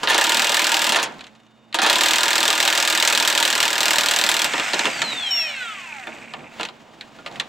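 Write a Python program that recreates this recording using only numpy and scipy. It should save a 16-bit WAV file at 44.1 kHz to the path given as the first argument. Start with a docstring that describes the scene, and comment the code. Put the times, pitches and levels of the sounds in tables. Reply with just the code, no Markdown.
"""A cordless impact wrench works on a suspension bolt under a car. A glove rustles, stray blows land,
then the hammer runs at about forty blows a second, each cracking in the socket and ringing the arm.
It stalls, the socket rattles, and a second, longer burst follows. The bolt gives: the loose socket
clinks, the tool spins free, then coasts down with a falling gear whine, ticking teeth and one short
squeal. Last, the socket clinks again as the tool is shifted."""
import sys
import numpy as np
from scipy import signal
from scipy.fft import rfft, irfft
from scipy.io import wavfile
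from scipy.ndimage import map_coordinates

SR = 44100
rng = np.random.default_rng(int(sys.argv[2]) if len(sys.argv) > 2 else 0)


def master_out(mix):
    """Clip the mix to full scale and print it as 16-bit PCM to the path in sys.argv[1]."""
    frames = np.transpose(np.atleast_2d(mix))
    ceiling = np.clip(frames, -1, 1)
    pcm = np.round(ceiling * 32767).astype(np.int16)
    wavfile.write(sys.argv[1], SR, pcm)


N = 329952
TIME = np.arange(N) / SR


def from_db(db):
    """Decibels to gain."""
    return 10 ** (np.asarray(db) / 20)


def unit_rms(x):
    """Scale to unit rms."""
    return x / np.sqrt(np.mean(x ** 2) + 1e-20)


def over_time(rows, outside=None):
    """Each column of a timed table, read at every sample."""
    times, *columns = np.transpose(rows)
    return [np.interp(TIME, times, column, outside, outside) for column in columns]


def at_hz(points, hz):
    """Read a table on a log-frequency axis."""
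    knots_hz, values = np.transpose(points)
    return np.interp(np.log(np.maximum(hz, 1)), np.log(knots_hz), values)


def drift(per_s):
    """Smooth random wander of unit rms."""
    knots = rng.standard_normal(8192)
    return unit_rms(map_coordinates(knots, [TIME * per_s], order=3, mode="wrap"))


def coloured(spectrum):
    """Noise of unit rms with the given spectrum."""
    gain = from_db(at_hz(spectrum, np.fft.rfftfreq(N, 1 / SR)))
    return unit_rms(irfft(rfft(rng.standard_normal(N)) * gain, N))


def clicks(times, sizes):
    """One sample for each contact."""
    return np.bincount(np.clip(np.round(times * SR).astype(int), 0, N - 1), sizes, N)


def decay(energy, t60_s):
    """Stored energy leaks away by 60 dB in t60_s."""
    return signal.lfilter([1], [1, -from_db(-120 / (t60_s * SR))], energy + 1e-20)


# Handling spectra. Each row: frequency in Hz, density in dB.
RUMBLE = [(25, -53), (60, -8), (95, -16), (135, 1.5), (180, -1), (230, 5), (400, -2), (700, 0), (1200, -5),
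          (2200, -17.5), (4400, -49)]
RUSTLE = [(410, -20.5), (700, -10), (788, -14), (1280, -17), (2840, -17), (6070, -29), (7010, -27),
          (10800, -45.5), (16000, -44)]
# Noise floor. Each row: time in seconds, rumble in dB, rustle in dB.
FLOOR = [(0, -59, -43.5), (1.6, -57.5, -63), (4.5, -43, -61), (5.6, -53.5, -63), (7.48, -48, -47.5)]
# Moves. Each row: middle in seconds, half length in seconds, rumble in dB, rustle in dB.
SHIFTS = [(.07, 0.086, -44, -34.5), (1.097, 0.16, -42.5, -48.5), (5.03, 0.17, -38, -55),
          (5.235, 0.081, -65, -58), (6.163, 0.12, -44, -53), (6.41, 0.11, -42.5, -67),
          (6.602, 0.077, -51, -39.5), (7.357, 0.08, -41.5, -48)]


def handling():
    """Glove and tool shift against the car, each move swelling and fading over the noise floor."""
    power = from_db(over_time(FLOOR)) ** 2
    for middle_s, half_s, *levels_db in SHIFTS:
        power += np.outer(from_db(levels_db) ** 2, np.exp(-2 * ((TIME - middle_s) / half_s) ** 2))
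    rumble = np.sqrt(power[0]) * from_db(0.49 * drift(25)) * coloured(RUMBLE)
    rustle = np.sqrt(power[1]) * from_db(1.6 * drift(70)) * coloured(RUSTLE)
    return rumble + rustle


# Background tones. Each row: frequency in Hz, relative level in dB.
HUM = [(119, -64.5), (221, -56.5), (2891, -70.5), (3639, -68)]


def garage_hum():
    """Faint tones from around the garage waver in level and phase."""
    return sum(from_db(db + 1.5 + 0.52 * drift(11)) * np.sin(2 * np.pi * hz * TIME + drift(16))
               for hz, db in HUM)


# Decay of the dense steel modes. Each row: frequency in Hz, unscaled t60 in seconds.
RING_T60 = [(100, 0.28), (800, 0.28), (2000, 0.24), (5000, 0.12), (14000, 0.026)]
# First snap of a contact. Each row: frequency in Hz, relative level in dB.
SNAP = [(1000, -12.5), (2500, 1), (6000, -1.5), (11000, -30)]
BAND_EDGES_HZ = np.geomspace(25, 17000, 25)


def dense_ring(times, band_db, ring_scale, snap_db, snap_t60_s):
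    """Countless steel modes, struck anew by each contact: a snap, then a ring dying band by band."""
    out, white = np.zeros(N), rng.standard_normal((2, N))
    for k, hz in enumerate(np.sqrt(BAND_EDGES_HZ[1:] * BAND_EDGES_HZ[:-1])):
        band = signal.butter(2, BAND_EDGES_HZ[k:k + 2], "band", fs=SR, output="sos")
        scatter_db = 1.2 * rng.standard_normal(len(times))  # no two contacts hit the same spot
        energy = clicks(times, from_db(band_db(hz) + scatter_db) ** 2)
        ring = decay(energy, ring_scale * at_hz(RING_T60, hz))
        snap = from_db(snap_db + at_hz(SNAP, hz)) ** 2 * decay(energy, snap_t60_s)
        out += signal.sosfilt(band, white[k % 2] * np.sqrt(ring + snap))
    return out


# Modes of arm and bolt. Each row: frequency in Hz, relative level in dB, t60 in seconds.
ARM_MODES = [(219.7, -8.5, 0.079), (322.2, -5.5, 0.13), (372.4, -5, 0.053), (433, -9.5, 0.25),
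             (567.2, -3, 0.14), (676.6, -4.5, 0.13), (785, -4, 0.2), (839, 0, 0.057), (920, 0.5, 0.18),
             (1000, 2, 0.12), (1222, 0.5, 0.11), (1364, 3, 0.055), (1417, 1, 0.11), (1653, 2.5, 0.041),
             (1780, 8, 0.055), (2523, 4.5, 0.075), (2754, 6, 0.062), (3000, -1, 0.028), (3180, -9.5, 0.062),
             (3310, 5.5, 0.047), (3534, -1.5, 0.073), (3653, 3.5, 0.03), (4370, -12, 0.045)]


def arm_ring(times, level_db, scatter_db):
    """Each contact strikes every mode of the suspension arm with a strength of its own."""
    out = np.zeros(N)
    for k, (hz, db, t60_s) in enumerate(ARM_MODES):
        radius, angle = from_db(-60 / (t60_s * SR)), 2 * np.pi * hz / SR
        feedback = [1, -2 * radius * np.cos(angle), radius * radius]
        push = clicks(times, from_db(level_db + db + scatter_db * rng.standard_normal(len(times))))
        out += (-1) ** k * signal.lfilter([.5, 0, -.5], feedback, push + 1e-18 * rng.random(N))
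    return out


def knocks(rows, spectrum, level_db, arm_db, bounce_s, bounce_db, **ring):
    """Contacts that bounce once. Each row: start in seconds, then level, extra bass and treble in dB."""
    bounces = rows + [0, bounce_db, 0, 0]
    bounces[:, 0] += bounce_s * rng.uniform(.8, 1.2, len(rows))
    times, db, bass_db, treble_db = np.vstack([rows, bounces]).T

    def band_db(hz):
        low = at_hz([(700, 1), (1500, 0)], hz)
        high = at_hz([(4000, 0), (6000, 1)], hz)
        return level_db + at_hz(spectrum, hz) + db + low * bass_db + high * treble_db
    return dense_ring(times, band_db, **ring) + arm_ring(times, db + bass_db + arm_db, scatter_db=6)


# Steel struck by the hammer. Each row: frequency in Hz, density in dB.
CRACK = [(100, -73), (300, -14), (600, -7), (930, -1), (1100, -5.5), (1750, 1), (2150, -1), (2700, -1.5),
         (3600, 1.5), (5500, -5), (7900, 0), (9800, -17), (12000, -12.5), (13600, -6.5), (16000, -19.5)]
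# Blows out of step. Each row: start in seconds, level in dB, extra treble in dB.
STRAY_BLOWS = [(0.0323, -11, -4.5), (0.0735, -5, -25), (0.0862, -20, 7), (0.0997, -7, 1), (0.1164, -10, -6),
               (0.132, -13, -4), (0.145, -5.5, -3.5), (0.9213, -7.5, -0.5), (0.946, -10.5, -5),
               (0.9594, -8, 0), (0.9873, -9, -16.5), (.997, -16.5, -2), (1.0198, -20, -1),
               (1.0287, -12, 3.5), (1.744, -10.5, -0.5), (1.7873, -7, -12), (1.818, -8.5, 0.5),
               (1.8304, -8.5, -2), (1.8456, -8, -10), (1.8626, -5.5, -3), (1.8885, -13.5, -4)]


def stray_blows(bass_db):
    """Starting or stalling, the hammer lands heavily; a glancing blow is duller and has less weight."""
    times, db, treble_db = np.transpose(STRAY_BLOWS)
    rows = np.column_stack([times, db, bass_db + 0.18 * treble_db, treble_db])
    return knocks(rows, CRACK, level_db=-3.5, arm_db=-29, bounce_s=0.0067, bounce_db=-7.5,
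                  ring_scale=1, snap_db=12, snap_t60_s=0.0045)


def blow_times(burst, limp_s=.0003, jitter_s=.0001, settle_blows=2, sag_s_per_blow=1.25e-5):
    """The hammer finds its pace, then slows as the battery sags; its two lugs land early and late."""
    start_s, end_s, period_s, run_up_s = burst
    blow = np.arange((end_s - start_s) / period_s)
    lag_s = run_up_s * (1 - np.exp(-blow / settle_blows))
    times = start_s + period_s * blow + lag_s + sag_s_per_blow * blow ** 2 / 2
    uneven = times + limp_s * (blow % 2 - .5) + jitter_s * rng.standard_normal(len(blow))
    return uneven[times < end_s]


def socket_ring(times, level_db, t60_s, snap_db, snap_t60_s):
    """The part of the ring that is the same for every blow gives the hammering its hard buzz."""
    t = TIME[:SR // 8]
    attack = 1 - np.exp(-t / 0.000068)  # the crack spreads through socket and bolt
    fade = from_db(-60 * t / t60_s) + from_db(snap_db - 60 * t / snap_t60_s)
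    response = coloured(CRACK)[:len(t)] * attack * fade
    return signal.fftconvolve(clicks(times, from_db(level_db)), response)[:N]


# Hammer rebounding along its cam. Each row: frequency in Hz, density in dB.
REBOUND = [(40, -29), (110, -42), (220, -7), (450, -6), (750, 1), (1100, -7.5), (1700, -1), (3000, 3),
           (6000, -4.5), (15000, -40.5)]
# Steady hammering. Each row: start, end, base blow period, time lost in run-up, all in seconds.
BURSTS = [(.1795, .9, .02464, .0181), (1.8981, 4.45, .02442, .0153)]
CRACK_DB, CRACK_FADE_DB_PER_S, CRACK_SCATTER_DB = -20, 0.13, 1.7
THUD_DB, THUD_FADE_DB_PER_S, UNSETTLED_DB, UNSETTLED_S = -22, 0.96, 5, 0.065


def hammering():
    """Lugs crack on the anvil; between blows the hammer rebounds and its reaction shakes the arm."""
    bursts = [blow_times(burst) for burst in BURSTS]
    times = np.concatenate(bursts)
    age_s = np.concatenate([blows - blows[0] for blows in bursts])
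    crack_db = CRACK_DB - CRACK_FADE_DB_PER_S * age_s + CRACK_SCATTER_DB * rng.standard_normal(len(times))
    thud_db = THUD_DB - THUD_FADE_DB_PER_S * age_s + UNSETTLED_DB * np.exp(-age_s / UNSETTLED_S)
    out = dense_ring(times, lambda hz: crack_db + at_hz(CRACK, hz) + 7.5,
                     ring_scale=0.76, snap_db=12, snap_t60_s=0.011)
    out += socket_ring(times, crack_db - .3, t60_s=0.094, snap_db=-3.5, snap_t60_s=0.013)
    for delay_s, gain_db in [(.0062, 0.29), (.0155, 0)]:
        rebounds = times + delay_s + 0.00041 * rng.standard_normal(len(times))
        out += dense_ring(rebounds, lambda hz: thud_db + gain_db + at_hz(REBOUND, hz),
                          ring_scale=1, snap_db=-9, snap_t60_s=0.027)
    return out + arm_ring(times + .005, thud_db - 10, scatter_db=4.5)


# Clink spectrum. Each row: frequency in Hz, density in dB.
CLINK_SPECTRUM = [(40, -25), (110, -19), (230, -0.5), (800, 2), (1300, -1.5), (1900, -0.5), (2700, -2),
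                  (4000, -1.5), (5200, -20.5), (8000, 5), (9600, -54), (12000, -18), (15500, -36)]
# Clinks on the bolt, bassier bumps on the arm. Each row: start in seconds, level in dB, extra bass in dB.
CLINKS = [(1.192, -30, -16), (1.2087, -25, -22), (1.242, -29.5, -13), (1.727, -24, -15),
          (4.5355, -10.5, 4.5), (4.58, -18.5, 10), (4.597, -10, 0), (4.7334, -8, 1.5), (4.742, -8.5, -6),
          (4.792, -4.5, -3.5), (4.844, -17, 9), (4.8545, -7.5, -3), (4.8666, -13.5, 6), (5.018, -5.5, -6.5),
          (5.1268, -18, -1), (6.071, -32, 18), (6.337, -24, 7), (6.394, -44, 17), (6.5965, -23, 11.5),
          (6.6091, -16.5, 0.5), (6.631, -14, -4), (6.651, -16, -26), (6.687, -24, -4), (7.0097, -21.5, -29),
          (7.1872, -39.5, 12.5), (7.2616, -18.5, -2.5), (7.2737, -26, -4), (7.3576, -26, -10),
          (7.3984, -8.5, -10)]
FULL_CLINK_DB, TREBLE_DB_PER_DB = -11.5, 0.51
# Light rattling. 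Each row: start in seconds, end in seconds, level in dB.
RATTLES = [(1.108, 1.29, -37), (1.327, 1.457, -47), (7.267, 7.352, -35.5)]
RATTLE_PER_S, RATTLE_SCATTER_DB, RATTLE_BASS_DB, RATTLE_TREBLE_DB = 36, 4.5, -13, 3.5


def loose_socket():
    """The socket clinks, brighter the harder it hits, and rattles as the tool is eased or moved."""
    rows = [(start_s, db, bass_db, TREBLE_DB_PER_DB * (db - FULL_CLINK_DB))
            for start_s, db, bass_db in CLINKS]
    for start_s, end_s, db in RATTLES:
        for slot_s in np.arange(start_s, end_s, 1 / RATTLE_PER_S):
            hit_s = slot_s + rng.random() / RATTLE_PER_S
            hit_db = db + RATTLE_SCATTER_DB * rng.standard_normal()
            rows.append((hit_s, hit_db, RATTLE_BASS_DB, RATTLE_TREBLE_DB))
    return knocks(np.array(rows), CLINK_SPECTRUM, level_db=-4.5, arm_db=-27, bounce_s=0.0061,
                  bounce_db=-12, ring_scale=0.49, snap_db=10.5, snap_t60_s=0.019)


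FREE_AT_S, RELEASE_AT_S, TOP_HZ, DRAG_S, FRICTION_HZ_PER_S = 4.46, 4.86, 1308, 1.07, 273
GEAR_DB, DRIVEN_DB, DRIVEN_FADE_S, GEAR_SPEED_POWER = -29, 3, 0.13, 0.98


def rotor():
    """Rotor speed and gear noise level: free spin, then trigger off, coasting on drag and dry friction."""
    coast_s = np.maximum(TIME - RELEASE_AT_S, 0)
    friction_hz = FRICTION_HZ_PER_S * DRAG_S
    rotor_hz = np.maximum((TOP_HZ + friction_hz) * np.exp(-coast_s / DRAG_S) - friction_hz, 1)
    driven_db = DRIVEN_DB * np.exp(-coast_s / DRIVEN_FADE_S)
    gear_db = GEAR_DB + driven_db + GEAR_SPEED_POWER * 20 * np.log10(rotor_hz / TOP_HZ)
    return rotor_hz, np.where(TIME > FREE_AT_S, gear_db, -120)


def standing_waves(x, echo_db, t60_s):
    """Echoes off the underbody interfere, so a gliding tone swells and breaks up."""
    t = TIME[:SR // 10]
    echoes = unit_rms(rng.standard_normal(len(t)) * from_db(-60 * t / t60_s)) / np.sqrt(len(t))
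    return (x + from_db(echo_db) * signal.fftconvolve(x, echoes)[:N]) / np.hypot(1, from_db(echo_db))


# Whine levels. Each row: time in seconds, then third order, fourth order and weak orders in dB.
WHINE_LEVELS = [(4.5, -78, -43, -70), (4.93, -54, -41, -61), (5.1, -44, -30.5, -36.5),
                (5.46, -40, -28.5, -38), (5.55, -42, -35.5, -41), (5.64, -30.5, -42, -40),
                (5.76, -46, -48, -44.5), (6.1, -45, -71, -40), (6.16, -70, -66, -59)]
# Weak orders. Each row: multiple of rotor speed, relative level in dB.
WEAK_ORDERS = [(1, -13), (5, -5.5), (6, -10.5), (7, -8.5), (8, -8)]
# Radiation of the weak orders by the housing. Each row: frequency in Hz, gain in dB.
HOUSING = [(300, -38), (500, -2), (680, 10.5), (1000, -13.5), (1500, -0.5), (2500, 8), (4000, 5.5),
           (5000, -14), (7000, -12.5)]
# Gear and bearing noise. Each row: frequency in Hz, density in dB.
GEAR_SPECTRUM = [(290, -70), (500, -13.5), (718, 2.5), (919, -3), (1090, -3), (1210, -3), (1340, 1.5),
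                 (2360, 4.5), (3290, -2), (5310, -11.5), (5550, -10), (7980, -7), (9630, -27.5),
                 (13300, -26.5), (16000, -32)]


def free_spin():
    """Gear teeth whine at multiples of rotor speed, over a rattle that throbs with the output shaft."""
    rotor_hz, gear_db = rotor()
    turns = np.cumsum(rotor_hz * (1 + .0018 * drift(90))) / SR
    third_db, fourth_db, weak_db = over_time(WHINE_LEVELS, outside=-120)
    partials = [(3, third_db), (4, fourth_db)]
    partials += [(order, weak_db + db + at_hz(HOUSING, order * rotor_hz)) for order, db in WEAK_ORDERS]
    whine = sum(from_db(db + 1.8 * drift(60)) * np.sin(2 * np.pi * order * turns)
                for order, db in partials)
    throb_db = np.sin(2 * np.pi * turns / 12) + 1.55 * drift(220)  # 12:1 reduction
    whine = np.sqrt(2) * standing_waves(whine, echo_db=-7, t60_s=0.16)
    return whine + from_db(gear_db + throb_db) * coloured(GEAR_SPECTRUM)


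# A tooth ticking in its play. Each row: frequency in Hz, density in dB.
TOOTH_TICK = [(600, -32), (1500, -9), (2200, 12), (2700, 12), (3400, -36), (8000, -36), (12000, -53)]


def backlash(per_s, level_db, t60_s):
    """As the gears slow and slacken, their teeth tick against each other at random."""
    rotor_hz, gear_db = rotor()
    slack = 1 - rotor_hz / rotor_hz.max()
    hits = rng.random(N) < per_s / SR
    ticks = hits * from_db(gear_db + level_db + 2.1 * rng.standard_normal(N)) * slack ** 2
    gear_case = signal.butter(2, 6000, fs=SR, output="sos")
    return signal.sosfilt(gear_case, np.sqrt(decay(ticks ** 2, t60_s)) * coloured(TOOTH_TICK))


# Squealing socket modes. Each row: frequency in Hz, relative level in dB.
SQUEAL_MODES = [(5534, -2), (14492, -29)]


def squeal(start_s, hold_s, level_db, lead_s=0.049, lead_db=-20, rise_db_per_s=4000, fall_db_per_s=212):
    """Steel rubbing on steel: a faint lead-in, then it locks onto two socket modes, holds and dies."""
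    t = TIME - start_s
    lead_in_db = lead_db + rise_db_per_s * np.minimum(t + lead_s, 0)
    onset_db = np.maximum(lead_in_db, rise_db_per_s * np.minimum(t, 0))
    envelope = from_db(level_db + onset_db - fall_db_per_s * np.maximum(t - hold_s, 0))
    wavering_s = TIME + np.cumsum(0.00021 * drift(96)) / SR
    return envelope * sum(from_db(db) * np.sin(2 * np.pi * hz * wavering_s) for hz, db in SQUEAL_MODES)


def underbody(x, side_db, near_t60_s, far_db, far_t60_s, dull_hz):
    """Quick reflections between floor and car arrive from the sides; the garage adds a dull tail."""
    t = TIME[:SR // 2]
    near = unit_rms(rng.standard_normal(len(t)) * from_db(-60 * t / near_t60_s))
    far = signal.sosfilt(signal.butter(1, dull_hz, fs=SR, output="sos"), rng.standard_normal((2, len(t))))
    far = unit_rms(far * from_db(-60 * t / far_t60_s))
    echoes = from_db(side_db) * np.array([near, -near]) + from_db(far_db) * far
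    return x + signal.fftconvolve(x[None], echoes / np.sqrt(len(t)), axes=1)[:, :N]


def scene():
    """The wrench at arm's length under the car."""
    low_cut = signal.butter(2, 85, "high", fs=SR, output="sos")  # the steel sounds carry little below 85 Hz
    steel = signal.sosfilt(low_cut, hammering() + stray_blows(bass_db=6.5) + loose_socket())
    gears = free_spin() + backlash(per_s=100, level_db=12.5, t60_s=0.023)
    direct = steel + gears + handling() + garage_hum()
    stereo = underbody(direct, side_db=-13.5, near_t60_s=.035, far_db=-23.5, far_t60_s=0.54, dull_hz=1570)
    return stereo + squeal(start_s=5.31, hold_s=0.1, level_db=-16.5)


# Port balance. Each row: frequency in Hz, left minus right in dB.
PORT_BALANCE = [(100, -.8), (180, -2.3), (350, -3.9), (700, -3.5), (1400, -1.9), (2800, .4), (5500, 1.2),
                (13000, .3)]
# Port phase. Each row: frequency in Hz, lead of the left in radians.
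PORT_PHASE = [(60, 0), (260, -.45), (520, -.58), (1000, -.4), (1800, -.25), (4000, -.15), (6500, -.1),
              (8300, .3), (11000, 0)]
CEILING, CUTOFF_HZ = 0.61, 16000


def record(dry):
    """Two close microphone ports differ a little in level and phase; peaks are rounded, the top is cut."""
    hz = np.fft.rfftfreq(N, 1 / SR)
    left_gain = from_db(at_hz(PORT_BALANCE, hz) / 2) * np.exp(.5j * at_hz(PORT_PHASE, hz))
    ports = irfft(rfft(dry) * np.array([left_gain, 1 / left_gain]), N)
    rounded = CEILING * np.tanh(ports / CEILING)
    return signal.sosfilt(signal.ellip(10, .1, 80, CUTOFF_HZ, fs=SR, output="sos"), rounded)


dry = scene()
out = record(dry)
master_out(out)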